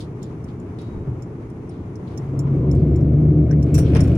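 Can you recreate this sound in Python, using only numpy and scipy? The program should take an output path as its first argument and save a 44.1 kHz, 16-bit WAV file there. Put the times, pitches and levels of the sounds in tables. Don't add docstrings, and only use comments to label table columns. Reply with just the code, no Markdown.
import sys
import numpy as np
from scipy import signal
from scipy.fft import rfft, irfft, next_fast_len
from scipy.io import wavfile
from scipy.ndimage import uniform_filter1d

SR = 44100
rng = np.random.default_rng(int(sys.argv[2]) if len(sys.argv) > 2 else 0)


def generate_wav(signal):
    frames = np.transpose(np.atleast_2d(signal))
    scaled = np.clip(frames, -1, 1) * 32767
    pcm = np.round(scaled).astype(np.int16)
    wavfile.write(sys.argv[1], SR, pcm)


N = 184117
TIME = np.arange(N) / SR

# (frequency [Hz], left-right correlation [1], left-right balance [dB])
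STEREO_FIELD = [(100, 1, 0.9), (280, 0.98, 0), (399, 0.88, 0), (563, 0.89, 5), (1012, 0.18, 2.5),
                (2200, 0, 0.5), (4170, 0, 1), (5600, 0.085, -10), (7000, 0, -4), (8700, 0.14, 14.5),
                (10500, 0.16, 11), (12500, 0.09, 2), (14840, 0, -1)]

# (time [s], rumble level [dB])
ROAD_ROUGHNESS = [(0.0, -30.5), (0.95, -30.5), (1.6, -32), (1.95, -31), (2.15, -29), (3.2, -33)]
# (frequency [Hz], relative density [dB per Hz])
ROAD_SPECTRUM = [(20, -19.5), (48, -16.5), (75, -7), (118, 0), (150, -5.5), (177, -4), (200, -10),
                 (300, -10), (350, -9.5), (385, -14), (425, -11), (510, -25.5), (650, -28.5), (800, -35)]
# (frequency [Hz], relative density [dB per Hz])
HISS_SPECTRUM = [(500, 1.5), (780, 1), (1020, 0), (1250, -3.5), (1600, -10.5), (2200, -11.5), (2700, -18),
                 (3300, -24), (4300, -29), (6500, -26.5), (8000, -35), (9300, -30), (12000, -44.5),
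                 (16000, -42.5)]
HISS_DB = -18
# (time [s], level [dB], rise [s], t60 [s])
ROUGH_PATCHES = [(.86, -27.5, 0.029, 0.48), (0.944, -25.5, 0.01, 0.3), (1.061, -21, 0.016, 0.38),
                 (1.139, -31.5, 0.019, 0.33), (1.76, -34, 0.012, 0.76)]
# (frequency [Hz], relative density [dB per Hz])
THUMP_SPECTRUM = [(25, -6.5), (50, -7), (80, -2), (120, 5.5), (180, -14), (300, -7.5), (450, -21.5),
                  (700, -29), (1100, -32)]

# (time [s], relative rms level [dB], frequency that rings most [Hz])
METAL_TICKS = [(.229, -46.5, 7160), (.441, -56.5, 8530), (.598, -59.5, 7110), (.814, -57, 10300),
               (1.222, -51.5, 7110), (1.4995, -61, 8600), (1.692, -54.5, 8850), (1.956, -53.5, 5840),
               (2.175, -43, 6340), (2.3905, -40, 6900), (2.713, -44.5, 7000), (2.749, -56.5, 8500),
               (2.958, -50, 7100), (3.008, -62, 9300), (3.509, -50, 5440), (3.626, -47, 8240),
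               (4.005, -34.5, 8900), (4.036, -47, 8800), (4.052, -55, 9400), (4.152, -52.5, 8800)]
# (frequency [Hz], relative level [dB], t60 [s], left-right balance [dB])
DANGLING_MODES = [(5480, 5, 0.039, -11), (6280, -4.5, 0.03, -12.5), (7130, -2.5, 0.073, -13),
                  (7210, -9, .04, 4), (8800, -3.5, .04, 16.5), (9200, -15, .02, 18.5),
                  (10330, -14, .03, 10.5), (14550, -12, .02, 0), (15400, -20.5, .02, -3)]
# (time [s], relative rms level [dB], frequency that rings most [Hz])
KEY_CLINKS = [(3.742, -35, 7450), (3.748, -35.5, 7450), (3.778, -38, 8820), (3.787, -39, 14900),
              (4.074, -54.5, 14900)]
# (frequency [Hz], relative level [dB], t60 [s], left-right balance [dB])
KEY_RING_MODES = [(2630, -8, 0.06, -4), (5650, -0.5, 0.22, -9), (6980, -14, 0.064, -11),
                  (7490, -4.5, 0.12, 18), (8450, -8, .09, 8), (8820, -6, 0.13, 18), (9400, -6, .04, 18),
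                  (10500, -13, .04, 16), (11430, -6, 0.13, 11), (14300, -10, .04, -1),
                  (14900, -11, .12, -8)]
# (frequency [Hz], relative density [dB per Hz])
CRACK_SPECTRUM = [(3000, -11), (4600, -4), (5800, 4.5), (7200, -0.5), (7900, -13), (9400, -0.5),
                  (11500, -11), (13500, -13.5), (15500, -7.5)]
# (time [s], level [dB], rise [s], t60 [s], relative treble [dB])
TRIM_KNOCKS = [(2.465, -51, 0.0078, 0.17, -14), (3.742, -41.5, 0.0085, 0.079, 12),
               (3.778, -30, 0.0055, 0.07, -1), (3.934, -35, 0.00092, 0.024, -13),
               (3.949, -31, 0.0017, 0.032, 10), (3.955, -29.5, 0.0039, 0.19, -12),
               (3.964, -35.5, 0.0018, 0.045, 22), (3.988, -38.5, .005, 0.15, -15)]
# (frequency [Hz], relative density [dB per Hz])
KNOCK_SPECTRUM = [(600, 14), (1300, 2), (2000, 4), (2500, 0.5), (3600, -7.5), (4500, -12), (5600, -4),
                  (7500, -24), (9500, -11.5), (11500, -27), (15500, -28)]
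# (time [s], level [dB], rise [s], t60 [s], relative treble [dB])
SOFT_SCUFFS = [(0.0, -42, 0.0061, 0.14, 8), (.21, -55.5, .02, 0.32, 5), (.475, -57.5, .015, .15, -7),
               (.785, -52, 0.0031, 0.41, 2), (1.695, -62, .015, 0.66, -10),
               (2.06, -58.5, 0.022, 0.58, -3.5), (2.74, -62, 0.024, 0.61, 10.5),
               (3.84, -47, 0.025, 0.21, -31)]
# (frequency [Hz], relative density [dB per Hz])
SCUFF_SPECTRUM = [(2000, -11.5), (3100, -1), (3850, -1), (4600, -3.5), (6300, -13), (7800, -15),
                  (9400, -13.5), (11500, -30), (16000, -29)]
# (time [s], frequency [Hz], nominal width [Hz], level [dB], t60 [s])
TRIM_SQUEAKS = [(.79, 3820, 9, -60, .75), (3.494, 1800, 400, -52, .06), (3.507, 1620, 220, -39.5, .07),
                (3.51, 5800, 600, -46, .05), (3.525, 1800, 400, -43.5, .08)]
# (frequency [Hz], relative density [dB per Hz])
BUZZ_SPECTRUM = [(800, -5), (1500, -1), (1850, -9.5), (2400, -3), (3500, -12.5), (5300, -19.5), (7500, -25),
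                 (9400, -24), (11500, -32), (16000, -35)]
BUZZ_START_S, BUZZ_DB, BUZZ_RISE_S, BUZZ_T60_S = 3.563, -46, 0.36, 7.7
BUZZ_ON_DECK_DB = -40.5

# (frequency [Hz], relative density [dB per Hz])
RIBS_SPECTRUM = [(750, -4.5), (980, 8.5), (1300, -1), (1700, -15.5), (2300, -15.5), (2900, -19)]
RIBS_END_S = 2.47
RIBS_DB, RIBS_REAR_DB = -43.5, -4.5
RIBS_RISE_DB_PER_S, RIBS_FALL_DB_PER_S = 73, 129.5

# (time [s], reference level [dB])
DECK_SHAKING = [(2.25, -35.5), (2.42, -29.5), (2.65, -22), (2.9, -20.5), (3.1, -21.5), (3.6, -22),
                (3.8, -20.5), (4.17, -19.5)]
# (frequency [Hz], relative density [dB per Hz])
ROAR_SPECTRUM = [(165, 7), (200, -1.5), (250, 2), (300, 0.5), (370, -3.5), (450, -14), (520, -12),
                 (690, -16.5), (770, -27.5), (900, -48.5)]
# (frequency [Hz], relative density [dB per Hz])
HEAVE_SPECTRUM = [(12, -19.5), (25, -11.5), (40, -7.5), (50, -3), (60, -5), (75, -27.5)]
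# (time [s], bar rate [1/s])
BARS_PER_S = [(2.35, 68), (2.55, 70), (2.9, 73), (3.15, 74), (3.35, 76), (3.62, 73.5), (3.8, 75),
              (4.17, 73.5)]
# (time [s], level [dB])
HUM_LEVEL = [(2.15, -20.5), (2.3, -25), (2.48, -15.5), (3.0, -15), (3.38, -9.5), (3.62, -13), (3.75, -15),
             (4.17, -22.5)]
# (time [s], half length [s])
HUM_SAGS = [(2.62, 0.026), (2.742, 0.0099), (2.855, 0.011), (2.982, 0.027), (3.122, .025), (3.343, 0.02),
            (3.465, 0.034), (3.677, 0.019)]
SAG_DEPTH_DB = 13
# (frequency [Hz], level relative to the hum [dB])
CABIN_BOOMS = [(299.5, -11.8), (370, -20.5)]
# (frequency [Hz], nominal width [Hz], relative level [dB])
PANEL_MODES = [(177, 32, 2.5), (228, 30, 1), (272.6, 18, -4), (301.4, 19, -0.5), (337.3, 22, -4),
               (371.3, 18, -3.5), (451, 40, -5), (555, 74, -18.5), (668, 55, -21), (1180, 190, -29.5),
               (2215, 120, -33)]
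# (frequency [Hz], nominal width [Hz], relative level [dB])
WHEEL_RESONANCES = [(96, 14, -2), (120.5, 13.9, -1)]
# (time [s], heave [dB], wheel shake [dB], reference judder [dB])
DECK_JOINTS = [(2.315, -39, -28.5, -30.5), (3.737, -28, -15.5, -23)]
JOINT_RISE_S, JOINT_T60_S = 0.021, 0.81
AXLE_LAG_S = .205
WHEEL_TURNS_PER_S, THROB_LOW_S = 5.95, 2.675
THROB_SHARE = 0.35

CUTOFF_HZ = 15900


def from_db(db):
    return 10 ** (np.asarray(db) / 20)


def rms_one(x):
    return x / np.sqrt(np.mean(x ** 2) + 1e-20)


def in_time(rows):
    times, *columns = np.transpose(rows)
    return [np.interp(TIME, times, column) for column in columns]


def at_hz(rows, hz):
    points, *columns = np.transpose(rows)
    return [np.interp(np.log(hz + 1e-3), np.log(points), column) for column in columns]


def pan(db):
    gains = from_db(np.array([np.atleast_1d(db), -np.atleast_1d(db)]) / 2)
    return gains / np.sqrt(np.mean(gains ** 2, axis=0))


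def drift(rate_hz):
    hz = np.fft.rfftfreq(2 * N, 1 / SR)[:2000]
    spectrum = rfft(rng.standard_normal(2 * len(hz) - 2))
    slow = irfft(spectrum / (1 + (hz / rate_hz) ** 2))
    return rms_one(np.interp(np.linspace(0, len(hz), N), np.arange(len(slow)), slow))


def steady(x, seconds):
    power = np.mean(np.atleast_2d(x) ** 2, axis=0)
    return x / np.sqrt(uniform_filter1d(power, max(int(seconds * SR), 2)) + 1e-12)


def swell(start_s, rise_s, t60):
    out = np.zeros(N)
    sounding = slice(max(int(start_s * SR), 0), int((start_s + rise_s + 1.5 * t60) * SR))
    age = np.maximum(TIME[sounding] - start_s, 0)
    decay = np.exp(-np.log(1000) * np.maximum(age - rise_s, 0) / t60)
    out[sounding] = np.minimum(age / rise_s, 1) * decay
    return out


def resonate(x, hz, width_hz):
    r = np.exp(-np.pi * width_hz / SR)
    zeros = np.array([1, 0, -1]) * (1 - r * r) / 2
    poles = [1, -2 * r * np.cos(2 * np.pi * hz / SR), r * r]
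    return signal.lfilter(zeros, poles, x + 1e-18)


def cabin_noise(colour):
    size = next_fast_len(N)
    hz = np.fft.rfftfreq(size, 1 / SR)
    mid, side = rfft(rng.standard_normal((2, size)))
    alike, balance_db = at_hz(STEREO_FIELD, hz)
    alike = np.clip(alike, -1, 1)
    both = np.sqrt(1 + alike) * mid + np.sqrt(1 - alike) * side * [[1], [-1]]
    top = 1 / (1 + (hz / colour[-1][0] / 1.2) ** 8)
    bottom = 1 / (1 + (colour[0][0] / 1.2 / (hz + 1)) ** 8)
    shaped = both * pan(balance_db) * top * bottom * from_db(at_hz(colour, hz)[0])
    return rms_one(irfft(shaped, size)[:, :N])


def jolts():
    out = 0
    for joint_s, *levels_db in DECK_JOINTS:
        for lag_s in (0, AXLE_LAG_S):
            out = out + from_db(levels_db)[:, None] * swell(joint_s + lag_s, JOINT_RISE_S, JOINT_T60_S)
    return out


def road():
    road_db, = in_time(ROAD_ROUGHNESS)
    bumps = sum(from_db(db) * swell(start_s, rise_s, t60) for start_s, db, rise_s, t60 in ROUGH_PATCHES)
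    thumps = bumps * steady(cabin_noise(THUMP_SPECTRUM), seconds=0.14)
    rumble = from_db(road_db) * steady(cabin_noise(ROAD_SPECTRUM), seconds=.06)
    rolling_hiss = from_db(road_db + HISS_DB + 0.89 * drift(10.0))
    joint_hiss = from_db(-20.0) * jolts()[0]
    hiss = np.hypot(rolling_hiss, joint_hiss) * cabin_noise(HISS_SPECTRUM)
    return rumble + thumps + hiss


def trim_buzz():
    jolted = from_db(BUZZ_DB) * swell(BUZZ_START_S, BUZZ_RISE_S, BUZZ_T60_S)
    shaken = from_db(in_time(DECK_SHAKING)[0] + BUZZ_ON_DECK_DB)
    return np.hypot(jolted, shaken) * from_db(2.4 * drift(120)) * cabin_noise(BUZZ_SPECTRUM)


def bursts(hits, colour, grain_db):
    noise = cabin_noise(colour) * from_db(grain_db * drift(250))
    dull = signal.sosfilt(signal.butter(2, 4000, fs=SR, output="sos"), noise)
    bright = signal.sosfilt(signal.butter(2, 4600, "high", fs=SR, output="sos"), noise)
    out = 0
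    for start_s, db, rise_s, t60, treble_db in hits:
        grain = rms_one(dull - from_db(treble_db) * bright)
        out = out + from_db(db) * swell(start_s, rise_s, t60) * grain
    return out


def squeak(hz, width_hz):
    once = resonate(rng.standard_normal((2, N)), hz, 1.9 * width_hz)
    twice = resonate(once, hz, 1.9 * width_hz)
    return steady(twice, seconds=min(2 / width_hz, .01))


def metal(hits, modes, chatter_s, favour_db, crack_db, crack_t60, uneven_db):
    cracks = sum(from_db(db + crack_db) * swell(start_s, 0.0014, crack_t60) for start_s, db, _ in hits)
    out = cracks * cabin_noise(CRACK_SPECTRUM)
    t = TIME[:SR // 7]
    for start_s, db, strong_hz in hits:
        sound = 0
        for hz, mode_db, t60, side_db in modes:
            contact = rng.standard_normal((2, len(t))) * np.exp(-t / chatter_s)
            width_hz = np.log(1000) / (np.pi * t60)
            ring = np.array([rms_one(channel) for channel in resonate(contact, hz, width_hz)])
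            favoured = np.exp(-((hz - strong_hz) / 250) ** 2)
            level_db = mode_db + favour_db * favoured + uneven_db * rng.uniform(-1, 1)
            sound = sound + from_db(level_db) * pan(side_db) * ring
        sound = sound / np.sqrt(np.mean(sound[:, :SR // 50] ** 2))
        start = int(start_s * SR)
        out[:, start:start + len(t)] += from_db(db) * sound[:, :N - start]
    return out


def loose_things():
    ticks = from_db(-3.5) * metal(METAL_TICKS, DANGLING_MODES, chatter_s=0.0036, favour_db=11.0,
                                  crack_db=-3.5, crack_t60=0.061, uneven_db=3.5)
    keys = from_db(-1.2) * metal(KEY_CLINKS, KEY_RING_MODES, chatter_s=.003, favour_db=11.0,
                                 crack_db=-1.8, crack_t60=.085, uneven_db=1.0)
    squeaks = 0
    for start_s, hz, width_hz, db, t60 in TRIM_SQUEAKS:
        squeaks = squeaks + from_db(db) * swell(start_s, 0.004, t60) * squeak(hz, width_hz)
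    knocks = bursts(TRIM_KNOCKS, KNOCK_SPECTRUM, grain_db=-1.5)
    scuffs = bursts(SOFT_SCUFFS, SCUFF_SPECTRUM, grain_db=1.5)
    return ticks + keys + squeaks + knocks + scuffs + trim_buzz()


def ribs():
    level = 0
    for lag_s, axle_db in ((0, 0), (AXLE_LAG_S, RIBS_REAR_DB)):
        age = TIME - RIBS_END_S - lag_s
        slope_db = np.minimum(RIBS_RISE_DB_PER_S * age, -RIBS_FALL_DB_PER_S * age)
        level = np.hypot(level, from_db(RIBS_DB + axle_db + slope_db))
    return level * from_db(1.1 * drift(60)) * cabin_noise(RIBS_SPECTRUM)


def bar_slaps(bars, modes, scatter, uneven_db):
    tyres = []
    for _ in range(4):
        passed = np.floor(bars + rng.random() + scatter * drift(25))
        tyres.append(np.flatnonzero(np.diff(passed) > 0))
    at = np.concatenate(tyres)
    out = np.zeros(N)
    for hz, width_hz, db in modes:
        strengths = from_db(uneven_db * rng.uniform(-2, 1.6, len(at)))
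        slaps = np.bincount(at, strengths, N)
        once = resonate(slaps, hz, 1.17 * width_hz)
        out += from_db(db) * rms_one(resonate(once, hz, 1.17 * width_hz))
    return steady(out, seconds=0.11)


def drone(bars, deck_db):
    hum_db, = in_time(HUM_LEVEL)
    sag_db = SAG_DEPTH_DB * sum(np.exp(-((TIME - sag_s) / half_s) ** 2) for sag_s, half_s in HUM_SAGS)
    throb = 1 - THROB_SHARE * np.cos(2 * np.pi * WHEEL_TURNS_PER_S * (TIME - THROB_LOW_S))
    front_on, = in_time([(2.43, 0.05), (2.51, 0.92)])
    rear_on, = in_time([(2.63, 0.45), (2.72, 0.96)])
    low_level = rear_on * throb * from_db(deck_db + 3.5 + 1.0 * drift(11))
    low = low_level * np.sin(2 * np.pi * (bars + 0.076 * drift(8.7)))
    hum_level = from_db(hum_db - sag_db + 1.7 * drift(18))
    hum = hum_level * np.sin(2 * np.pi * (2 * bars + .085 * drift(9)))
    booms = 0
    for hz, db in CABIN_BOOMS:
        boom_level = from_db(hum_db + db + 2.5 * drift(13))
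        booms = booms + boom_level * np.sin(2 * np.pi * (hz * TIME + 0.11 * drift(4.4)))
    return low + hum + front_on * booms


def grate():
    bars = np.cumsum(in_time(BARS_PER_S)[0]) / SR
    deck_db, = in_time(DECK_SHAKING)
    joint_heave, joint_shake, joint_judder = jolts()
    judder_level = np.hypot(from_db(deck_db - 4.0), from_db(-4.5) * joint_judder)
    judder = judder_level * bar_slaps(bars, PANEL_MODES, scatter=.25, uneven_db=7.0)
    shake_level = np.hypot(from_db(deck_db + 0.2), joint_shake)
    shake = shake_level * bar_slaps(bars, WHEEL_RESONANCES, scatter=.3, uneven_db=0.0)
    roar_level = np.hypot(from_db(deck_db - 2.0), joint_judder)
    roar = roar_level * steady(cabin_noise(ROAR_SPECTRUM), seconds=0.13)
    heave_level = np.hypot(from_db(deck_db - 23.0), joint_heave)
    heave = heave_level * steady(cabin_noise(HEAVE_SPECTRUM), seconds=0.18)
    on_deck, = in_time([(2.1, 0.013), (2.33, 0.99)])
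    return on_deck * ((drone(bars, deck_db) + judder + shake) * pan(1.0) + roar + heave)


def scene():
    return road() + loose_things() + ribs() + grate()


def record(dry):
    rounded = dry / (1 + (np.abs(dry) / .8) ** 8) ** (1 / 8)
    steep_cut = signal.ellip(10, .1, 80, CUTOFF_HZ, fs=SR, output="sos")
    return signal.sosfilt(steep_cut, rounded)


dry = scene()
out = record(dry)
generate_wav(out)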